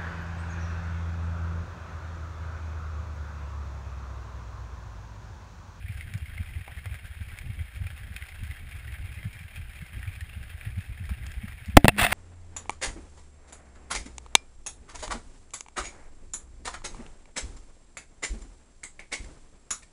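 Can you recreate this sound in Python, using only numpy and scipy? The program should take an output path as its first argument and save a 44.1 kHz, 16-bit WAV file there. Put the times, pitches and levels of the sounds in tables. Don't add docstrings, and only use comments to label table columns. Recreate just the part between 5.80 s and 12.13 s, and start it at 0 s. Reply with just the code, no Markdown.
import sys
import numpy as np
from scipy import signal
from scipy.fft import rfft, irfft, next_fast_len
from scipy.io import wavfile
from scipy.ndimage import uniform_filter1d, map_coordinates

SR = 44100
rng = np.random.default_rng(int(sys.argv[2]) if len(sys.argv) > 2 else 0)


def store_wav(level_fs):
    pcm = np.round(np.clip(np.atleast_2d(level_fs), -1, 1) * 32767)
    wavfile.write(sys.argv[1], SR, pcm.T.astype(np.int16))


N = 279153


# t/s, level/dB, f/Hz, heel bump/dB
FOOTFALLS = [(0.101, -32.5, 106, -44), (0.162, -28.5, 70.6, -62), (0.272, -31, 87, -58),
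             (0.354, -25.5, 105, -32.5), (0.429, -33, 87.5, -50), (0.608, -23, 83, -37.5),
             (0.767, -28, 83.4, -66), (0.978, -29.5, 72, -46), (1.072, -27.5, 92, -56),
             (1.117, -30, 81.6, -62), (1.312, -31.5, 70, -65), (1.413, -29, 90, -44),
             (1.706, -26.5, 100, -43.5), (1.814, -25, 91.4, -59), (2.018, -24, 87, -39.5),
             (2.059, -25.5, 89, -56), (2.31, -33.5, 91, -43.5), (2.633, -29, 92.3, -44.5),
             (2.956, -32, 81, -48), (3.132, -28.5, 72, -51), (3.25, -28.5, 85, -54),
             (3.463, -24.5, 108.5, -30), (3.616, -37, 91, -41), (3.784, -32.5, 90, -51),
             (4.028, -42, 103, -34.5), (4.284, -23, 93, -49), (4.428, -29, 80.5, -68),
             (4.574, -28, 78.5, -43), (4.878, -26.5, 105.5, -41), (4.986, -21.5, 89, -33.5),
             (5.209, -32.5, 104, -41), (5.318, -23, 68.5, -33.5), (5.579, -24.5, 58, -48),
             (5.644, -33, 101, -31.5), (5.892, -26.5, 80, -32.5), (5.952, -27, 59, -34)]

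def thuds(far_steps_per_s=9, far_db=-35.5):
    track = np.zeros(N)
    t = np.arange(-SR // 20, SR // 10) / SR
    count = int(far_steps_per_s * N / SR)
    farther = [((k + 0.301 * late) / far_steps_per_s, far_db + 3 * weight, 80 + 12 * pitch, far_db - 17)
               for k, (late, weight, pitch) in enumerate(rng.standard_normal((count, 3)))]
    for s, db, hz, heel_db in list(FOOTFALLS) + farther:
        swell = 2 / (np.exp(-t / 0.0071) + np.exp(t / 0.0089))
        wave = swell * np.sin(2 * np.pi * (hz * (t - 3.4 * t ** 2) + rng.random()))
        heel_cycles = rng.uniform(142, 206) * (t - 3 * t ** 2) + rng.random()
        bump = np.exp(-(t / 0.0081) ** 2) * np.sin(2 * np.pi * heel_cycles)
        add(track, s + t[0], amp(db) * wave + amp(heel_db) * bump)
    return track


# t/s, level/dB, hoof's ring f/Hz, hollow knock/dB, stony brightness/dB
HOOF_STRIKES = [(0.0826, -42, 2360, -19, -5), (0.1223, -45.5, 2020, 0, 7), (0.1735, -44, 2600, 4, 4.5),
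                (0.2095, -34, 2010, -10, 0), (0.3379, -36, 2320, -2, 10.5), (0.3773, -47, 2400, 4, 19),
                (0.4574, -45, 2180, -15, 1), (0.5781, -37.5, 2100, 0, -4), (0.7357, -48, 2430, -8, -5),
                (0.8786, -38, 2260, 13.5, -5), (0.9225, -46, 1930, -7, -7), (1.057, -37.5, 2080, 7, 3),
                (1.1428, -37.5, 2290, 0, 1), (1.257, -45, 1710, -15, 4), (1.5872, -34.5, 2330, -7, 7),
                (1.7903, -44, 2130, -19, -14), (2.068, -38, 2440, -2, 0), (2.1032, -38.5, 1520, -2, -1),
                (2.3637, -32.5, 2530, -16, 2), (2.4229, -36, 2050, -20, -6), (2.4877, -43, 2320, 1, 6),
                (2.635, -42.5, 2000, -15, 4), (2.7106, -38.5, 2040, -16, 0), (2.9118, -43, 2300, -4, 3),
                (3.0793, -41.5, 1960, -21, -7), (3.1407, -43, 1750, -8, -10),
                (3.2889, -45.5, 2260, -11, -9), (3.3872, -45, 2090, 1, -3), (3.4296, -39, 2100, 0, -4),
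                (3.5294, -47, 2380, -14, 8), (3.5907, -43.5, 2300, -9, 3), (3.7594, -41, 2480, -5, 1),
                (3.9574, -45, 2400, -5, 4), (4.0153, -45.5, 2120, -22, 5), (4.1318, -44, 2040, -20, -4),
                (4.2297, -36.5, 1850, -7, -10), (4.276, -40.5, 2400, -9, -3), (4.4076, -38.5, 1800, -15, 6),
                (4.6994, -44, 1920, -6, -11), (4.811, -37.5, 2400, -5, -11), (4.849, -45, 1820, -11, -7),
                (5.0056, -45.5, 1710, -13, 5), (5.2545, -42.5, 2000, -11, 7), (5.2923, -39, 2280, 7, 3),
                (5.466, -41, 2700, 2, 18), (5.518, -41.5, 1620, -3, 11), (5.6818, -40, 1530, -2, -1),
                (5.859, -46, 1900, -15, 12)]

def near_hooves(soft_step_db=-41):
    track = np.zeros(N)
    for s, db, ring_hz, knock_db, bright_db in HOOF_STRIKES:
        crunch_db = 2.5 - 1.5 * (db - soft_step_db) - 0.9 * max(bright_db, 0)
        step = hoof(ring_hz, knock_db, bright_db, crunch_db, fade_s=0.013, second_toe_db=-11.5)
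        add(track, s, amp(db) * step)
    return track


def hoof(ring_hz, knock_db, bright_db, crunch_db, fade_s, second_toe_db):
    t = np.arange(SR // 12) / SR
    grains = np.repeat(rng.standard_normal(len(t)), SR // 900)[:len(t)]
    crunch = amp(-60 * t / 0.18 + 2.2 * grains) * rng.standard_normal(len(t))
    force = amp(crunch_db) * crunch / np.linalg.norm(crunch)
    add(force, 0, contact(fade_s))
    add(force, rng.uniform(0.0024, 0.009), amp(second_toe_db) * contact(fade_s))
    ring = lambda hz: 1 + 2.5 * resonance(hz, ring_hz, 187)
    # f/Hz, level/dB
    ground = [(150, knock_db - 4), (400, knock_db), (1000, knock_db), (1500, 0.0026), (3000, 0.029),
              (5500, bright_db), (7500, bright_db), (10000, bright_db * 0.043)]
    step = coloured(force, lambda hz: clatter_tone(hz) * ring(hz) * tone(ground, hz))
    power = uniform_filter1d(step ** 2, SR // 300)
    return step / np.sqrt(power.max())


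# t/s, crack/dB, hollow knock/dB, shove/dB, contact/s
BLOWS = [(5.9681, -18, -19, 3, 0.0068), (5.9696, 4, 0.5, -3.5, 0.002), (5.9719, -17, 7.5, -30, 0.0049),
         (6.0448, -19, -11, -1, .0026), (6.0542, -25.5, -13, -8, 0.00064), (6.0816, -6, -3, -1, .0011),
         (6.0902, -17.5, -29, -4.5, 0.00057), (6.165, -41, -41, -31, .0015),
         (6.184, -31, -32, -21, 0.00066), (6.222, -50, -45, -15, 0.0087), (6.247, -19, -25, -29, .0006),
         (6.266, -22.5, -35, -43, 0.0005), (6.324, -20, -19, -18, 0.001)]
# f/Hz, level/dB
SHELL_TONE = [(30, 3), (250, -6.5), (410, -8.5), (740, -1), (1100, 0), (2000, 3.5), (2750, -2),
              (4400, -9.5), (6200, -22.5), (7800, -13), (9400, -7.5), (11000, -14), (12000, -37),
              (13000, -15)]
# f/Hz, width/Hz, level/dB
SHELL_NOTES = [(265, 79, -29), (710, 79, 3), (1870, 360, -5.5), (2658, 195, 3.5), (3670, 690, -10.5),
               (9240, 160, -6)]
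# f/Hz, level/dB
HOLLOW_TONE = [(40, -16), (140, 3), (290, 5), (410, -11), (560, 2), (850, 3), (1150, -8.5), (2500, -27.5),
               (8000, -41)]

def tumbling_case(fade_s=0.012, tap_s=0.00097):
    cracks, rings, knocks, shoves = np.zeros((4, N))
    t = np.arange(SR // 10) / SR
    strength = np.sqrt(SR * fade_s / np.log(1e6))
    for s, crack_db, knock_db, shove_db, contact_s in BLOWS:
        crack = amp(crack_db) * strength * contact(fade_s)
        add(cracks, s, crack)
        ring_db = 5.5 - 26 * np.log10(contact_s / tap_s)
        add(rings, s, amp(ring_db) * crack)
        add(knocks, s, amp(knock_db) * strength * contact(fade_s))
        add(shoves, s, -amp(shove_db) * np.sin(np.pi * t / contact_s) * (t < contact_s))
    hollow = amp(12.5) * coloured(knocks, lambda hz: tone(HOLLOW_TONE, hz))
    shoves = signal.lfilter(*signal.butter(1, 32, "highpass", fs=SR), shoves)
    rasp = dry_leaves()
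    shell = amp(11) * coloured(cracks + rasp, lambda hz: tone(SHELL_TONE, hz) + amp(1.5) * window(hz))
    notes = lambda hz: sum(amp(db) * resonance(hz, centre, width) for centre, width, db in SHELL_NOTES)
    ring = amp(9.5) * coloured(rings + rasp, notes)
    return shell + ring + hollow + shoves


# t/s, level/dB
LEAF_SCRAPE = [(6.155, -90), (6.176, -44.5), (6.186, -26.5), (6.25, -24), (6.28, -43.5), (6.318, -36.5),
               (6.33, -22.5)]

def dry_leaves():
    snaps = rng.standard_normal(N) * amp(1.6 * wobble(1200) + 2.2 * wobble(220))
    return loudness(LEAF_SCRAPE) * unit(snaps)


# t/s, level/dB
WIRE_HUM = [(6.04, -119), (6.055, -20), (6.11, -46), (6.135, -36.5), (6.18, -32.5), (6.33, -42)]

def fence_wire():
    hz = 203 + 5 * wobble(30)
    return loudness(WIRE_HUM) * np.sin(2 * np.pi * np.cumsum(hz) / SR)


def far_hooves(count=720, kinds=120, base_db=-52.5):
    steps = [hoof(1500 + 1300 * pitch, knock_db=-0.33, bright_db=9 * (hardness - 0.6),
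                  crunch_db=1.5, fade_s=0.016, second_toe_db=1)
             for pitch, hardness in rng.random((kinds, 2))]
    clatter = np.zeros(N)
    for k, (late, nearness, kind) in enumerate(rng.random((count, 3))):
        s = (k + 2 * late) / count * N / SR
        add(clatter, s, amp(14.7 * nearness) * steps[int(kind * kinds)])
    scuffing = unit(coloured(rng.standard_normal(N), clatter_tone)) * amp(0.46 * wobble(25))
    return amp(base_db + 0.24 * wobble(9)) * (unit(clatter) + amp(-5) * scuffing)


# f/Hz, level/dB
SOIL_TONE = [(10, -30), (18, -22), (28, 2.5), (45, -10), (65, 6.5), (90, -6), (120, -6), (150, -17),
             (200, -22.5), (300, -29), (800, -48.5), (2000, -120)]

def ground_rumble(steady_db=-45.5, shake_db=-18, shake_s=0.04):
    t = np.arange(N) / SR
    tremor = unit(coloured(rng.standard_normal(N), lambda hz: tone(SOIL_TONE, hz)))
    shaking = sum(amp(db + shake_db) ** 2 * np.exp(-((t - s) / shake_s) ** 2) for s, db, *_ in FOOTFALLS)
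    surges = amp(4.5 * wobble(28))
    return np.sqrt(amp(steady_db) ** 2 + shaking) * surges * tremor


# f/Hz, level/dB
CLATTER_TONE = [(300, -15.5), (780, -6.5), (950, -12), (1600, -3), (2250, -1), (3300, -11), (4400, -17.5),
                (5100, -20.5), (6000, -33), (7000, -26.5), (8300, -19.5), (9800, -9.5), (11200, -30.5),
                (13000, -22)]
# f/Hz, width/Hz, change/dB
CASE_BANDS = [(2160, 84, 1.5), (3220, 69, 9.5), (3660, 140, 5), (5260, 220, 6), (6770, 580, 8.5),
              (8270, 140, 3.5), (10200, 200, 3.5), (15200, 170, -10)]

def clatter_tone(hz):
    change_db = sum(db * resonance(hz, centre, width) for centre, width, db in CASE_BANDS)
    return (tone(CLATTER_TONE, hz) + window(hz)) * amp(change_db)


# f/Hz, width/Hz, level/dB
WINDOW_NOTE = (14400, 250, -14)

def window(hz):
    centre, width, db = WINDOW_NOTE
    return amp(db) * np.exp(-0.5 * ((hz - centre) / width) ** 2)


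def contact(fade_s, size=2048):
    t = np.arange(size) / SR
    spectrum = rfft(rng.standard_normal(size) * amp(-60 * t / fade_s))
    evened = irfft(spectrum / np.sqrt(np.abs(spectrum)))
    tap = evened * (1 - (t / t[-1]) ** 2) ** 2
    return tap / np.linalg.norm(tap)


def resonance(hz, centre, width):
    return 1 / (1 + (2 * (hz - centre) / width) ** 2)


def coloured(x, gain):
    size = 2 * next_fast_len(len(x))
    gains = np.maximum(gain(np.fft.rfftfreq(size, 1 / SR)), 1e-6)
    cepstrum = irfft(np.log(gains), size)
    cepstrum[1:size // 2] *= 2
    cepstrum[size // 2 + 1:] = 0
    return irfft(rfft(x, size) * np.exp(rfft(cepstrum)), size)[:len(x)]


def tone(points, hz):
    f, db = np.transpose(points)
    return amp(np.interp(np.log(hz + 1), np.log(f + 1), db))


def loudness(points):
    s, db = np.transpose(points)
    return amp(np.interp(np.arange(N) / SR, s, db))


def wobble(rate):
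    return map_coordinates(rng.standard_normal(int(N * rate / SR) + 4), [np.arange(N) * rate / SR])


def amp(db):
    return 10 ** (np.asarray(db) / 20)


def unit(x):
    return x / np.sqrt(np.mean(x ** 2) + 1e-20)


def add(track, s, sound):
    start = int(np.clip(round(s * SR), 0, N))
    track[start:start + len(sound)] += sound[:N - start]


def scene():
    herd = near_hooves() + far_hooves() + thuds() + ground_rumble()
    kick_s = BLOWS[0][0]
    lifted = np.clip((np.arange(N) / SR - kick_s) / 0.02, 0, 1)
    mono = amp(-0.5 * lifted) * herd + tumbling_case() + fence_wire()
    return np.array([mono, mono])


def record(dry):
    overloaded = np.clip(dry, -1, 1)
    treble_cut = signal.ellip(10, 0.1, 80, 15400, fs=SR, output="sos")
    return signal.sosfilt(treble_cut, overloaded)


dry = scene()
out = record(dry)
store_wav(out)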